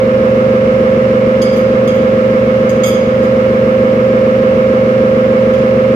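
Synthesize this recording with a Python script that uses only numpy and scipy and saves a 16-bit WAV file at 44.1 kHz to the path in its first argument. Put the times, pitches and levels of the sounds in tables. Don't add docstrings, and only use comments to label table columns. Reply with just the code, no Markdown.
import sys
import numpy as np
from scipy import signal
from scipy.fft import rfft, irfft, next_fast_len
from scipy.io import wavfile
from scipy.ndimage import uniform_filter1d, minimum_filter1d

SR = 44100
rng = np.random.default_rng(int(sys.argv[2]) if len(sys.argv) > 2 else 0)


def unload_audio(sound):
    columns = np.transpose(np.atleast_2d(sound))
    steps = np.round(np.clip(columns, -1, 1) * 32767)
    wavfile.write(sys.argv[1], SR, steps.astype(np.int16))


N = 262395
ROUND = 13227
TURNS, PULLS = 7, 30


def amp(db):
    return 10 ** (np.asarray(db) / 20)


def read_at(table, hz):
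    pitches, *columns = np.transpose(table)
    return [np.interp(np.log(hz + 1), np.log(pitches), column) for column in columns]


def ears(balance_db):
    pair = amp(np.array([balance_db, -balance_db]) / 2)
    return pair / np.sqrt(np.mean(pair ** 2, axis=0))


def bumps(x, rows):
    return sum(height * np.exp(-((x - centre) / width) ** 2) for centre, height, width in rows)


def noise(colour, size, extra_db):
    hz = np.fft.rfftfreq(size, 1 / SR)
    db, balance_db, likeness = read_at(colour, hz)
    width = np.arccos(np.clip(likeness, -1, 1)) / 2
    mid, side = rfft(rng.standard_normal((2, size))) * [np.cos(width), np.sin(width)]
    spectrum = np.array([mid + side, mid - side]) * ears(balance_db) * amp(db + extra_db(hz))
    return irfft(spectrum * np.sqrt(SR / 2), size)


def repeat(one_round):
    return one_round[:, np.arange(N) % ROUND]


def meetings(count, cycles, phase):
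    share = np.arange(count) / count
    return share * ROUND / SR, .5 + .5 * np.cos(2 * np.pi * (cycles * share - phase))


def vibration(tones, swing, spread_rad, passes, tries, size=2048):
    hz, db, balance_db = np.transpose(tones)
    slots = np.round(hz * ROUND / SR).astype(int)
    swing = swing[np.arange(size) * ROUND // size]
    spectrum = np.zeros((tries, size), complex)
    phase = rng.uniform(0, 2 * np.pi, (tries, len(hz)))
    for _ in range(passes):
        spectrum[:, slots] = amp(db) * np.exp(1j * phase)
        motion = np.fft.ifft(spectrum)
        wanted = swing * motion / (np.abs(motion) + 1e-12)
        phase = np.angle(np.fft.fft(wanted)[:, slots])
    phase = phase[np.argmax(np.abs(motion) @ swing)]
    offset = spread_rad * rng.choice([-1, 1], len(hz)) / 2
    pair = np.zeros((2, ROUND // 2 + 1), complex)
    pair[:, slots] = amp(db) * ears(balance_db) * np.exp(1j * np.array([phase + offset, phase - offset]))
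    return irfft(pair, ROUND) * ROUND / np.sqrt(2)


# (pitch [Hz], level [dB], balance [dB], left-right likeness [1 = the same])
AIR_COLOUR = [(25, -75.5, -3, .7), (70, -56, 4, 1), (138, -55.5, 1.5, 0.92), (400, -52.5, -4, .85),
              (600, -56.5, -6.5, -0.091), (780, -58.5, -9.5, -0.34), (1290, -65.5, -3.5, 0.84),
              (1640, -61.5, 4, -0.61), (2210, -62.5, -6.5, 0.3), (4390, -78, -0.5, -0.21),
              (5180, -78.5, -2, 0.058), (9300, -95.5, 4, -0.073), (11200, -90, -3, -0.34),
              (14200, -97, -6.5, 0)]
# (pitch [Hz], half width [Hz], boost [dB])
RUSH_PEAKS = [(139, 37, 8.5), (240, 8.2, 5.5), (316, 7.3, 6.5), (514, 43, 11.5), (2270, 91, 2.5)]

def air():
    peaks = [(hz, boost_db, width) for hz, width, boost_db in RUSH_PEAKS]
    rush = noise(AIR_COLOUR, next_fast_len(N), extra_db=lambda hz: bumps(hz, peaks) - 12 * (hz < 15))
    return rush[:, :N]


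# (pitch [Hz], time to fade by 60 dB [s])
ECHO_FADE = [(500, 0.41), (4000, 0.86), (14000, 0.066)]

def kitchen_echo(x):
    hz, t, spectrum = signal.stft(rng.standard_normal((2, SR // 2)), SR, nperseg=256)
    fade_s = read_at(ECHO_FADE, hz)[0][:, None]
    tail = signal.istft(spectrum * amp(-60 * t / fade_s), SR, nperseg=256)[1]
    return signal.fftconvolve(x, tail / np.linalg.norm(tail[0]), axes=1)[:, :x.shape[1]]


def contact(scrape_s, touch=45):
    progress = np.arange(SR // 10) / SR / scrape_s
    force = rng.standard_normal(len(progress)) ** 3 * np.exp(-progress ** 2)
    force[0] += touch
    return force / np.linalg.norm(force)


# (pitch [Hz], level [dB], time to fade by 60 dB [s])
PLATE_TONES = [(1302, 0, 0.2), (2216, 0.5, 0.41), (2960, -8.5, 0.17), (3248, -0.5, 0.31), (3470, -5, 0.2),
               (4595, -13.5, 0.16), (4905, -1.5, 0.33), (5800, -16, .2), (6250, -8, 0.23),
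               (6560, -6.5, 0.21), (6690, -4.5, 0.13), (7640, -12, 0.27), (8140, -21, .3),
               (8160, -16.5, .25), (8400, -15, .25), (8800, -19.5, .3), (9400, -21.5, .25),
               (9600, -16.5, .23), (9800, -19, .21), (10600, -16, .26), (10900, -17, .26),
               (11600, -13, .28), (12150, -20.5, .3), (12760, -21.5, .28), (13400, -18, .24),
               (13600, -16.5, .2), (14000, -16.5, 0.18), (14230, -18, .22)]
# (time [s], level [dB], low-tone boost [dB], favoured pitch [Hz], boost [dB], scrape [s], balance [dB])
PLATE_KNOCKS = [(1.418, -30, -0.5, 4890, 9.5, .0075, -2), (1.526, -43, 6, 4900, 4, 0.022, -2),
                (1.56, -39.5, -3, 14000, 5.5, 0.033, -2.5), (1.876, -35.5, 7.5, 7100, 5.5, .006, -4.5),
                (1.95, -49.5, -8, 14100, 11, .012, 4.5), (2.693, -39, -1, 6300, 7, 0.0037, 1.5),
                (2.697, -47, -9.5, 14160, 13, .012, -2), (2.835, -30, 8, 6700, 8.5, .011, -3.5),
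                (2.858, -28.5, 4.5, 12500, 8.5, .04, -2), (2.935, -40.5, -4, 4900, 6, 0.034, -13.5),
                (3.228, -43.5, 0, 4900, 2, .025, -0.5), (5.534, -46.5, 6, 4900, 10, 0.017, -5),
                (5.582, -52, 0, 4900, 7, 0.0068, 0)]

def plate(strike_fade_s=.068, tick_fade_s=.02, blur_hz=6, favour_octaves=.3, echo_db=-4):
    out, t = np.zeros((2, N + SR)), np.arange(SR // 2) / SR
    hz, db, fade_s = np.transpose(PLATE_TONES)[:, :, None]
    onset = 1 - np.exp(-t / .00013)
    decay = amp(-6.5 - 60 * t / fade_s) + amp(3 - 60 * t / strike_fade_s)
    waver = np.cumsum(rng.standard_normal(decay.shape), axis=1) * np.sqrt(2 * np.pi * blur_hz / SR)
    tones = onset * decay * np.exp(1j * (2 * np.pi * hz * t + waver))
    treble = signal.butter(2, 3000, "high", fs=SR, output="sos")
    for start_s, level_db, low_db, favoured_hz, boost_db, scrape_s, balance_db in PLATE_KNOCKS:
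        favour_db = bumps(np.log2(hz), [(np.log2(favoured_hz), boost_db, favour_octaves)])
        strength = amp(db + low_db * (hz < 4000) + favour_db).T
        phases = np.exp(2j * np.pi * rng.random((2, len(hz))))
        ring = ((strength * phases) @ tones).imag
        tick = signal.sosfilt(treble, rng.standard_normal((2, len(t)))) * amp(-2 - 60 * t / tick_fade_s)
        force = np.array([contact(scrape_s), contact(scrape_s)])
        clink = signal.fftconvolve(ring + tick, force, axes=1)[:, :len(t)]
        clink *= amp(level_db) * ears(balance_db)[:, None]
        start = round(start_s * SR)
        out[:, start:start + len(t)] += clink + amp(echo_db) * kitchen_echo(clink)
    return out[:, :N]


# (pitch [Hz], level [dB], balance [dB], left-right likeness [1 = the same])
BUZZ_COLOUR = [(252, -74, -4, 0.94), (395, -56, -3, -0.49), (570, -62, -4.5, -0.34), (690, -57.5, -4, .3),
               (855, -60.5, -3, -0.43), (1120, -56, -2, -0.17), (1307, -53, -3.5, -1.05),
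               (1540, -64.5, 4, -0.67), (1710, -56.5, -6.5, -0.8), (1920, -69, -1.5, -0.34),
               (2210, -61, -5, .15), (2280, -72, 7, -0.2), (2900, -68, -11, 0.025),
               (3230, -90, -2.5, 0.061)]
# (pitch [Hz], level [dB], balance [dB])
WHINE_TONES = [(1076.9, -39.3, -18), (1100.2, -40.5, -5), (1246.9, -39.6, -6), (1323.6, -37.3, -5),
               (1347.0, -39.5, -14), (1600.4, -39.9, -2), (2147.1, -43.6, -15)]

def grille(t, surge_db=4.5, first_s=.0145, half_width_s=.012, pull_db=-1.5, buzz_db=.43, whine_db=1.5):
    times, in_step = meetings(TURNS, PULLS, phase=.69)
    surges = [(first_s + s, surge_db * match, half_width_s) for s, match in zip(times, in_step)]
    pull = np.cos(2 * np.pi * PULLS * t * SR / ROUND)
    shake = amp(bumps(t, surges) + pull_db * pull)
    rattle = noise(BUZZ_COLOUR, ROUND, extra_db=lambda hz: -40 * (hz > 3600))
    buzz = rattle * shake / np.sqrt(np.mean(shake ** 2))
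    whine = vibration(WHINE_TONES, shake, spread_rad=2.46, passes=1, tries=1)
    return repeat(amp(buzz_db) * buzz + amp(whine_db) * whine)


# (pitch [Hz], level [dB], balance [dB])
CASING_TONES = [(70.0, -40.8, 1), (76.7, -34.1, 1), (100.0, -39.1, 0), (116.7, -38.0, 0), (123.4, -25.3, 0),
                (146.7, -35.8, 0), (153.4, -36.1, 1), (170.0, -39.5, 0), (200.0, -22.9, 0),
                (223.4, -20.1, 0), (230.1, -31.7, 0), (240.1, -34.9, 0), (246.7, -24.2, -1),
                (253.4, -37.6, 1), (270.1, -39.3, 0), (300.1, -34.1, 1), (306.7, -40.1, 0)]

def casing(t, throb=.8, heavy_side_s=.04, drone_db=.63):
    tones = np.array(CASING_TONES)
    deep = tones[:, 0] < 185
    swing = 1 + throb * np.cos(2 * np.pi * TURNS * (t - heavy_side_s) * SR / ROUND)
    hum = vibration(tones[deep], np.ones(ROUND), spread_rad=.13, passes=1, tries=3)
    drone = vibration(tones[~deep], swing, spread_rad=.049, passes=2, tries=3)
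    return repeat(hum + amp(drone_db) * drone)


# (pitch [Hz], level [dB], balance [dB])
PANEL_TONES = [(346.7, -38.5, -3), (353.4, -38.2, -2), (370.1, -31.9, -2), (376.8, -34.5, -4),
               (400.1, -35.6, -2), (406.8, -36.3, -5), (423.4, -31.6, -6), (446.8, -29.9, 3),
               (453.4, -32.9, -1), (460.1, -39.4, -1), (470.1, -33.1, -8), (476.8, -23.2, 1),
               (483.4, -29.6, -1), (486.8, -38.6, -3), (493.4, -27.4, 1), (500.1, -24.3, -4),
               (506.8, -28.7, -4), (513.4, -37.2, -3), (516.8, -24.4, -4), (523.5, -12.7, -3),
               (530.1, -24.6, -3), (540.1, -33.1, -2), (546.8, -37.9, 1), (553.5, -34.2, -4),
               (560.1, -40.4, -3), (570.1, -32.2, -3), (576.8, -32.6, -4), (583.5, -35.1, -4),
               (600.1, -38.6, 3), (623.5, -28.7, -7), (646.8, -38.8, -4), (670.1, -41.2, -8)]
# (time [s], level [dB])
HOWL_DRIFT = [(0, 0.4), (1.5, -0.2), (3.4, -0.3), (4.25, 0.5), (5.0, 0.3), (5.95, 0.4)]

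def panel(t, dip_depth=.79, first_s=.0093, half_width_s=.0046):
    times, in_step = meetings(2 * TURNS, PULLS - TURNS, phase=.12)
    strength = np.sqrt(in_step)
    dips = zip(first_s + times, dip_depth * strength, half_width_s * strength + 1 / SR)
    howl = vibration(PANEL_TONES, 1 - bumps(t, dips), spread_rad=.3, passes=50, tries=12)
    drift_db = np.interp(np.arange(N) / SR, *np.transpose(HOWL_DRIFT))
    return repeat(howl) * amp(.5 + drift_db)


def scene():
    t = np.arange(ROUND) / SR
    return casing(t) + grille(t) + panel(t) + air() + plate()


def volume_control(x, listen_hz=4000, above_db=-37, cut_per_db=.079, recover_db_per_s=2.6):
    treble = signal.sosfilt(signal.butter(2, listen_hz, "high", fs=SR, output="sos"), x)
    power = uniform_filter1d(np.mean(treble ** 2, axis=0), size=220)
    level_db = 10 * np.log10(np.abs(power) + 1e-12)
    cut_db = cut_per_db * np.maximum(level_db - above_db, 0)
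    recovery_db = recover_db_per_s * np.arange(N) / SR
    return x * amp(recovery_db - np.maximum.accumulate(cut_db + recovery_db))


def record(dry, ceiling=.96, top_hz=14450):
    x = volume_control(dry)
    needed = np.minimum(1, ceiling / (np.abs(x).max(axis=0) + 1e-9))
    gain = uniform_filter1d(minimum_filter1d(needed, size=441), size=441)
    size = next_fast_len(N + SR // 2)
    kept = np.fft.rfftfreq(size, 1 / SR) < top_hz
    return irfft(rfft(x * gain, size) * kept, size)[:, :N]


dry = scene()
out = record(dry)
unload_audio(out)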